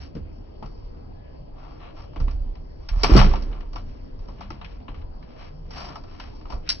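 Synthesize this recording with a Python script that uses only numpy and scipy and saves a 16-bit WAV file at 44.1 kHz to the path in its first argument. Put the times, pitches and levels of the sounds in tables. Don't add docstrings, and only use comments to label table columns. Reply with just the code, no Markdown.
import sys
import numpy as np
from scipy import signal
from scipy.io import wavfile

SR = 44100
rng = np.random.default_rng(int(sys.argv[2]) if len(sys.argv) > 2 else 0)


def magnitude_from_level(level_db):
    exponent = np.asarray(level_db, float) / 20
    return 10 ** exponent


def persist_wave(psi):
    counts = np.round(np.clip(psi, -1, 1) * 32767).astype(np.int16)
    wavfile.write(sys.argv[1], SR, np.atleast_2d(counts).T)


N = 299880

# time in seconds, level in dB.
TRAFFIC_RUMBLE = [(0, -46), (.9, -44), (1.5, -48), (1.76, -44.5), (2.1, -45.5), (3.6, -37.5), (4.0, -41),
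                  (4.75, -43), (5.04, -34.5), (5.3, -47.5), (6.5, -44.5), (6.8, -43)]
# frequency in Hz, level in dB per Hz.
STREET_SPECTRUM = [(95, -82.5), (134, -68.5), (185, -86), (238, -74), (356, -79), (546, -79), (640, -91.5),
                   (750, -87), (1200, -100), (1700, -104.5), (2800, -107.5), (3700, -109), (4600, -107),
                   (5800, -104)]
# frequency in Hz, likeness from -1 to 1.
STREET_LIKENESS = [(40, 0.99), (110, 0.71), (210, 0.43), (400, -0.63), (1000, -0.34)]
# start in seconds, length in seconds, pitch in Hz,
# pitch factor at mid-way, level in dB.
LOW_MOANS = [(4.36, 0.362, 157, 1.38, -50.5), (5.449, 0.41, 126, 1.3, -49.5)]
# start in seconds, length in seconds, pitch in Hz, pitch factor at mid-way, level in dB.
HINGE_SQUEAK = (1.12, .25, 1695, 1.006, -75)
# start in seconds, level in dB,
# frequency in Hz, 60 dB decay time in seconds.
SLAB_BOOMS = [(.0, -33.5, 70.3, 0.19), (0.149, -37, 74, 0.14), (0.209, -29, 71.9, 0.31),
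              (2.172, -21.5, 33.2, 0.28), (2.211, -14, 33.77, 0.64), (2.212, -25.5, 66.2, 0.98),
              (2.347, -17.5, 37.1, 0.52), (2.402, -20, 28.2, 0.54), (2.913, -15.5, 36.9, 0.54),
              (2.968, -8.5, 42.3, 0.036), (3.013, -15.5, 33.9, 0.35), (3.117, -0.5, 46.3, 0.37),
              (3.141, -16.5, 92.5, 0.52), (3.201, -5.5, 28.23, 0.6), (3.241, -15.5, 57, 0.55),
              (3.274, -20, 25.3, 0.96), (3.371, -22, 29.3, 1.18), (3.50, -20, 34, 0.36),
              (6.531, -23.5, 54.4, 0.21)]
# start in seconds, length in seconds, level on the knob in dB,
# panel above knob in dB, brass above knob in dB.
RUB_STROKES = [(0, 0.063, -61.5, 0, -0.5), (1.566, 0.21, -70, 13.5, -7.5), (1.802, 0.11, -61, 6.5, -21),
               (1.96, 0.095, -65, 10, -3.5), (2.792, 0.17, -74.5, 8, -3), (2.922, 0.096, -69, 15, -3),
               (2.989, 0.1, -57.5, 8.5, 2), (3.093, 0.14, -42, 11, -1), (3.499, 0.16, -72.5, 16, -17),
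               (3.852, 0.13, -74, -5, -0.5), (4.198, 0.25, -75, 9, -2), (4.4, 0.061, -60, 4, -24),
               (4.51, 0.1, -70.5, 11, -15), (4.677, 0.095, -68, 4.5, -6.5), (4.967, 0.035, -66.5, 0, -24),
               (5.274, .1, -70.5, 5, -8), (5.377, .11, -60.5, 4.5, -6.5), (5.716, .06, -59, -1, -3),
               (5.751, 0.13, -54, 8.5, 0), (5.877, 0.087, -61.5, 10.5, -3), (6.078, 0.16, -67, 8, -4),
               (6.203, 0.11, -63, 4, -5.5), (6.322, 0.083, -74, 5, 3.5), (6.499, 0.04, -62.5, 9.5, 0),
               (6.66, 0.051, -59.5, -18, -9)]
# time in seconds, peak level in dB, ring in Hz,
# 60 dB decay time of the rattling tail in seconds.
FRAME_KNOCKS = [(0.151, -26.5, 156, 0.055), (0.16, -37, 200, .15), (0.166, -29, 285, 0.17),
                (0.623, -32.5, 220, 0.39), (0.967, -41, 136, 0.12), (2.162, -32.5, 300, 0.16),
                (2.201, -27.5, 139, 0.39), (2.274, -34.5, 254, .12), (3.033, -16.5, 428, 0.26),
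                (3.094, -13, 300, .15), (3.114, -11, 343, 0.4), (3.151, -4, 332, 0.12),
                (3.16, -4.5, 195, 0.16), (3.176, -11, 175, 0.096), (3.183, -8.5, 124, 0.077),
                (3.244, -14.5, 191, 1), (3.752, -34.5, 326, 0.4), (3.789, -43, 214, .15),
                (4.282, -37, 200, 0.56), (4.504, -32, 307, .15), (4.885, -35.5, 286, .12),
                (5.902, -35, 273, .13), (6.501, -36.5, 200, 0.18), (6.531, -32, 130, 0.17)]
# time in seconds, peak level on the knob in dB,
# panel above knob in dB, brass above knob in dB.
LATCH_CONTACTS = [(0.15, -57, 12, 8), (0.624, -51, 21, -9), (0.658, -51, 11, 1), (2.131, -57, 10.5, -6),
                  (2.159, -38, 7, -15), (2.2, -42.5, 9.5, 0.5), (2.279, -38.5, 6, -14.5),
                  (2.309, -46, 5.5, -1), (2.552, -49, 1.5, -9.5), (2.887, -31.5, -4.5, -0.5),
                  (2.929, -44, -12, -30), (3.033, -13.5, 1, 3), (3.042, -16.5, 2.5, -6.5),
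                  (3.164, -14, 3, 0), (3.174, -14.5, 6, 1), (3.188, -13, 0.5, -16), (3.197, -15, -7.5, -5),
                  (3.213, -17.5, 7.5, -9), (3.241, -21, -7.5, -10.5), (3.311, -35, 7.5, -7),
                  (3.335, -34, 14.5, -18.5), (3.356, -34.5, 0, -6.5), (3.422, -43, 3, 4.5),
                  (3.512, -49.5, 4, -8), (3.526, -40, -4, -25), (3.548, -57, 17, -15),
                  (3.605, -41, -4, -12.5), (3.731, -47, 5.5, 5), (3.757, -36, 9.5, -4.5),
                  (3.78, -46, -10, -2), (4.19, -56.5, 4, 0.5), (4.284, -57.5, 22, 4), (4.407, -43.5, 14, 1),
                  (4.503, -35, 0.5, -5.5), (4.612, -36, 4, -23), (4.644, -32.5, -10, -16),
                  (4.8, -55, 0.5, -17), (4.88, -36, 2, -37), (4.915, -58, 11, -13), (4.942, -44, 3.5, -14),
                  (5.014, -48, 1.5, -23.5), (5.225, -46, -2, -13), (5.652, -59, 8.5, -16),
                  (5.706, -41.5, 0, 0.5), (5.904, -47.5, 8, -17), (5.955, -40.5, 13, 0),
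                  (6.036, -52.5, 14.5, 0.5), (6.198, -31, -1, -6.5), (6.41, -47.5, 1, -11),
                  (6.453, -49, 13, -18), (6.501, -40, 5, -0.5), (6.522, -58, 32.5, 18), (6.532, -55, 19, 5),
                  (6.673, -35.5, -20, -16), (6.69, -23.5, -7.5, 12.5), (6.699, -26, -16, 11.5)]
# frequency in Hz, width in Hz (held to 8-400), level in dB.
SLAB_MODES = [(135.4, 8.7, 10.5), (201.9, 7.9, 6.5), (258, 21, -5), (333.6, 5.3, -2), (385, 6, -14.5),
              (520, 13, -8)]
PANEL_MODES = [(721, 39, -5), (837, 11, -16.5), (927, 11, -8), (1036, 32, -11), (1135, 130, -3.5),
               (1305, 59, -2)]
KNOB_MODES = [(1770, 19, -0.5), (2258, 140, -7.5), (4070, 130, 2)]
BRASS_MODES = [(4427, 590, 2.5), (5427, 535, 3.5), (5060, 36, 4), (5500, 32, -17), (8180, 73, -1.5)]
LOOSE_PANEL_HZ = [878.5, 1015, 1148, 1290]
LOOSE_KNOB_HZ = [1986, 2272, 2490, 2890, 3770]
LOOSE_BRASS_HZ = [4543, 4740, 5400, 5630]
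# frequency in Hz, width in Hz, lift in dB.
PORT_RESONANCES = [(3576, 1100, -3), (5060, 370, 3.5)]
# frequency in Hz, width in Hz, lift in dB.
LEFT_RESONANCES = [(990, 655, 5), (2960, 1010, 5)]

RUB_RISE_S, RUB_FALL_S, RUB_SWELL_DB, RUB_EARLY = 0.028, 0.03, 6, 0.71
TOUCH_S = 0.002
RATTLE_T60_S = 0.11
SHAKE_DB, SHAKE_T60_S, CHATTER_DB = -9.5, 0.22, 3
SHAKE_FAINTER, SHAKE_LONGER = 0.25, 0.24
HISS_GROWTH = 0.25
LOOSE_SPREAD_DB = 4.5
SHARED_HZ, LAG_SAMPLES = 4330, 26


def rms_one(x):
    return x / np.sqrt(np.mean(x ** 2) + 1e-20)


def at_hz(points, hz):
    table_hz, values = np.transpose(points)
    return np.interp(np.log(hz), np.log(table_hz), values)


def cut(x, hz, kind, order=2):
    return signal.sosfilt(signal.butter(order, hz, kind, fs=SR, output="sos"), x)


def resonance(x, hz, width_hz):
    r = np.exp(-np.pi * width_hz / SR)
    numerator = [(1 - r * r) / 2, 0, (r * r - 1) / 2]
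    return signal.lfilter(numerator, [1, -2 * r * np.cos(2 * np.pi * hz / SR), r * r], x)


def lift(x, resonances):
    for hz, width_hz, lift_db in resonances:
        x = x + (magnitude_from_level(lift_db) - 1) * resonance(x, hz, width_hz)
    return x


def drift(rate_hz):
    points = rng.standard_normal(int(N / SR * 40) + 2)
    r = np.exp(-2 * np.pi * rate_hz / 40)
    smooth = rms_one(signal.lfilter([1], [1, -r], points))
    return np.interp(np.arange(N) * 40 / SR, np.arange(len(points)), smooth)


def spread(mid, side, alike):
    return np.sqrt(1 + alike) * mid + np.sqrt(1 - alike) * side * [[1], [-1]]


def stereo(alike, grain_db):
    mid, side = rng.standard_normal((2, N))
    grains = magnitude_from_level(grain_db * np.minimum(rng.exponential(1, N), 4))
    return rms_one(grains * spread(mid, side, alike))


def street():
    out, edges = 0, 16 * 2 ** np.arange(0, 9, 1 / 3)
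    traffic_db = np.interp(np.arange(N) / SR, *np.transpose(TRAFFIC_RUMBLE))
    white = rng.standard_normal((2, 2, N))
    for k, (low, high) in enumerate(zip(edges, edges[1:])):
        mid, side = rms_one(cut(white[k % 2], [low, high], "band"))
        hz = np.sqrt(low * high)
        if hz < 45:
            level_db = traffic_db - 4.0
        elif hz < 95:
            level_db = -52.5 + 0.3 * (traffic_db - traffic_db.mean())
        else:
            level_db = at_hz(STREET_SPECTRUM, hz) + 10 * np.log10(high - low)
        band = spread(mid, side, at_hz(STREET_LIKENESS, hz))
        out = out + magnitude_from_level(level_db + 2.7 * drift(1.8)) * band
    return cut(out, 5420, "low", order=12)


def glide(start, length, hz, rise, level_db):
    t = np.arange(N) / SR - start
    fade = np.clip(np.minimum(t, length - t) / 0.05, 0, 1)
    pitch = hz * rise ** np.sin(np.pi * np.clip(t / length, 0, 1))
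    tone = np.sin(2 * np.pi * np.cumsum(pitch) / SR)
    return np.sqrt(2) * fade * magnitude_from_level(level_db + 2.2 * drift(10)) * tone


def hinge_squeak():
    return glide(*HINGE_SQUEAK)


def moans():
    return sum(glide(*moan) for moan in LOW_MOANS)


def booms():
    out = np.zeros(N)
    for s, level_db, hz, t60 in SLAB_BOOMS:
        t = np.maximum(np.arange(N) / SR - s, 0)
        turn = 2 * np.pi * hz * t
        crest = 0.076 * np.sin(turn / 2) ** 2 * np.sin(2 * turn - 0.8)
        out += magnitude_from_level(level_db - 60 * t / t60) * (np.sin(turn) + crest)
    out = cut(out, 250, "low")
    late = np.interp(np.arange(N) - 0.0012 * SR, np.arange(N), out)
    return np.array([late * magnitude_from_level(0.5), out * magnitude_from_level(3.5)])


def strokes():
    power, t = np.full((3, N), 1e-12), np.arange(N) / SR
    for start, length, knob_db, panel_db, brass_db in RUB_STROKES:
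        edge = np.minimum(0, np.minimum((t - start) / RUB_RISE_S, (start + length - t) / RUB_FALL_S))
        swell = np.sin(np.pi * np.clip((t - start) / length, 0, 1) ** RUB_EARLY)
        part_db = np.array([[0], [panel_db], [brass_db]])
        power += magnitude_from_level(knob_db + 10 * edge + RUB_SWELL_DB * swell + part_db) ** 2
    slips = rms_one(cut(rng.standard_normal(N), [12, 90], "band"))
    return 10 * np.log10(power) + 1.37 * slips


def shake_time(level_db):
    return SHAKE_T60_S * magnitude_from_level(SHAKE_LONGER * (level_db + 42.5))


def force(times, levels_db, t60s, rub_db, crack_s, tail_db, shake_db, shake_t60s):
    power = magnitude_from_level(rub_db) ** 2
    chatter_db = CHATTER_DB * rms_one(cut(rng.standard_normal(N + SR), [15, 120], "band"))
    for s, level_db, t60, shake_t60 in np.broadcast(times, levels_db, t60s, shake_t60s):
        i = round(s * SR)
        t = np.arange(min(N - i, SR)) / SR
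        crack = np.exp(-t / crack_s)
        tail = magnitude_from_level(tail_db - 60 * t / np.clip(t60, 0.02, 1))
        start_db = shake_db - SHAKE_FAINTER * (level_db + 41)
        shake = magnitude_from_level(start_db - 60 * t / shake_t60 + chatter_db[i:i + len(t)])
        touch = np.minimum(t / TOUCH_S, 1)
        power[i:i + len(t)] += magnitude_from_level(level_db) ** 2 * ((crack + tail) ** 2 + shake ** 2) * touch ** 2
    return np.sqrt(power)


def click(times, levels_db):
    out = np.zeros(N)
    out[np.round(times * SR).astype(int)] = magnitude_from_level(levels_db)
    return out


def body(drive, low_hz, high_hz, modes, ring_db):
    out = cut(drive, [low_hz, high_hz], "band", order=4)
    for hz, width_hz, level_db in modes:
        out = out + magnitude_from_level(ring_db + level_db) * resonance(drive, hz, np.clip(width_hz, 8, 400))
    return out * np.sqrt(SR / 2 / (high_hz - low_hz))


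def rings(times, levels_db, pitches_hz, cycles_at_1khz, phase_spread):
    out, phases = np.zeros((2, N)), phase_spread * rng.standard_normal((len(times), 2))
    for s, level_db, hz, phase in zip(times, levels_db, pitches_hz, phases):
        i = round(s * SR)
        t = np.arange(min(N - i, SR // 5)) / SR
        decay = np.exp(-t * np.sqrt(hz * 1000) / cycles_at_1khz)
        shape = decay * np.minimum(t / TOUCH_S, 1)
        out[:, i:i + len(t)] += magnitude_from_level(level_db) * shape * np.sin(2 * np.pi * hz * t + phase[:, None])
    return out


def loose(times, levels_db, pitches_hz, cycles_at_1khz):
    unevenness = rng.standard_normal((len(times), len(pitches_hz)))
    caught_db = levels_db[:, None] + LOOSE_SPREAD_DB * unevenness
    return sum(rings(times, caught_db[:, k], np.full(len(times), hz), cycles_at_1khz, 1.36)
               for k, hz in enumerate(pitches_hz))


def slab(s, level_db, t60, rub_db):
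    envelope = force(s, level_db, t60, rub_db + 1.5, 0.014, -4.0, SHAKE_DB - 7.5, shake_time(level_db))
    return magnitude_from_level(-17) * body(envelope * stereo(0.34, 3.6), 92, 580, SLAB_MODES, 9.8)


def panel(s, level_db, rub_db, shake_s):
    envelope = force(s, level_db, 1.68 * RATTLE_T60_S, rub_db + 9.5, 0.0045, -1.5,
                     SHAKE_DB - 2.0, 1.1 * shake_s)
    drive = envelope * stereo(0.12, 3.0) + click(s, level_db + 4.5)
    return magnitude_from_level(-13.5) * body(drive, 536, 1326, PANEL_MODES, 3.94)


def knob(s, level_db, rub_db, shake_s):
    envelope = force(s, level_db, RATTLE_T60_S, rub_db + 10.0, 0.00088, -1.0, SHAKE_DB, 0.93 * shake_s)
    drive = envelope * stereo(0.05, 2.8) + click(s, level_db + 4.5)
    return magnitude_from_level(-10.5) * body(drive, 1253, 3460, KNOB_MODES, 0.95)


def brass(s, level_db, rub_db, shake_s):
    envelope = force(s, level_db, 1.21 * RATTLE_T60_S, rub_db + 6.5, 0.002, -7.5,
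                     SHAKE_DB - 3.5, 0.89 * shake_s)
    drive = envelope * stereo(0.77, 4.3) + click(s, level_db + 16.5)
    hiss = body(drive * envelope ** HISS_GROWTH, 6500, 9800, [], 0)
    return magnitude_from_level(-15.0) * body(drive, 3710, 6140, BRASS_MODES, 9.24) + magnitude_from_level(-2) * hiss


def door():
    s, knob_db, panel_above_db, brass_above_db = np.transpose(LATCH_CONTACTS)
    panel_db, brass_db = knob_db + panel_above_db, knob_db + brass_above_db
    knock_s, knock_db, knock_hz, knock_t60 = np.transpose(FRAME_KNOCKS)
    shake_s = shake_time(panel_db)
    rub_knob_db, rub_panel_db, rub_brass_db = strokes()
    parts = (slab(knock_s, knock_db, knock_t60, rub_panel_db) + panel(s, panel_db, rub_panel_db, shake_s)
             + knob(s, knob_db, rub_knob_db, shake_s) + brass(s, brass_db, rub_brass_db, shake_s))
    loose_parts = (loose(s, panel_db - 13.5, LOOSE_PANEL_HZ, 8.5) + loose(s, knob_db - 16, LOOSE_KNOB_HZ, 8.0)
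                   + loose(s, brass_db - 9.5, LOOSE_BRASS_HZ, 6.1))
    return parts + loose_parts + rings(knock_s, knock_db - 0.5, knock_hz, 5.55, 0.29)


def scene():
    return door() + booms() + street() + hinge_squeak() + moans()


def top_cut(x):
    return signal.sosfilt(signal.butter(12, 10160, fs=SR, output="sos"), x)


def record(dry):
    left, right = lift(dry, PORT_RESONANCES)
    left = lift(left, LEFT_RESONANCES)
    treble = cut(right, SHARED_HZ, "high", order=14)
    treble = np.array([-np.pad(treble, (LAG_SAMPLES, 0))[:N], treble])
    x = cut(np.array([left, right]), SHARED_HZ, "low", order=14) + magnitude_from_level(4.0) * treble
    x = cut(x, 5387, "low", order=10) + magnitude_from_level(-27.0) * cut(x, 3800, "high", order=4)
    x = cut(cut(x, 9440, "low", order=16), 20.1, "high")
    mix = 0.9 * np.tanh(x / 0.9)
    return top_cut(mix)


dry = scene()
out = record(dry)
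persist_wave(out)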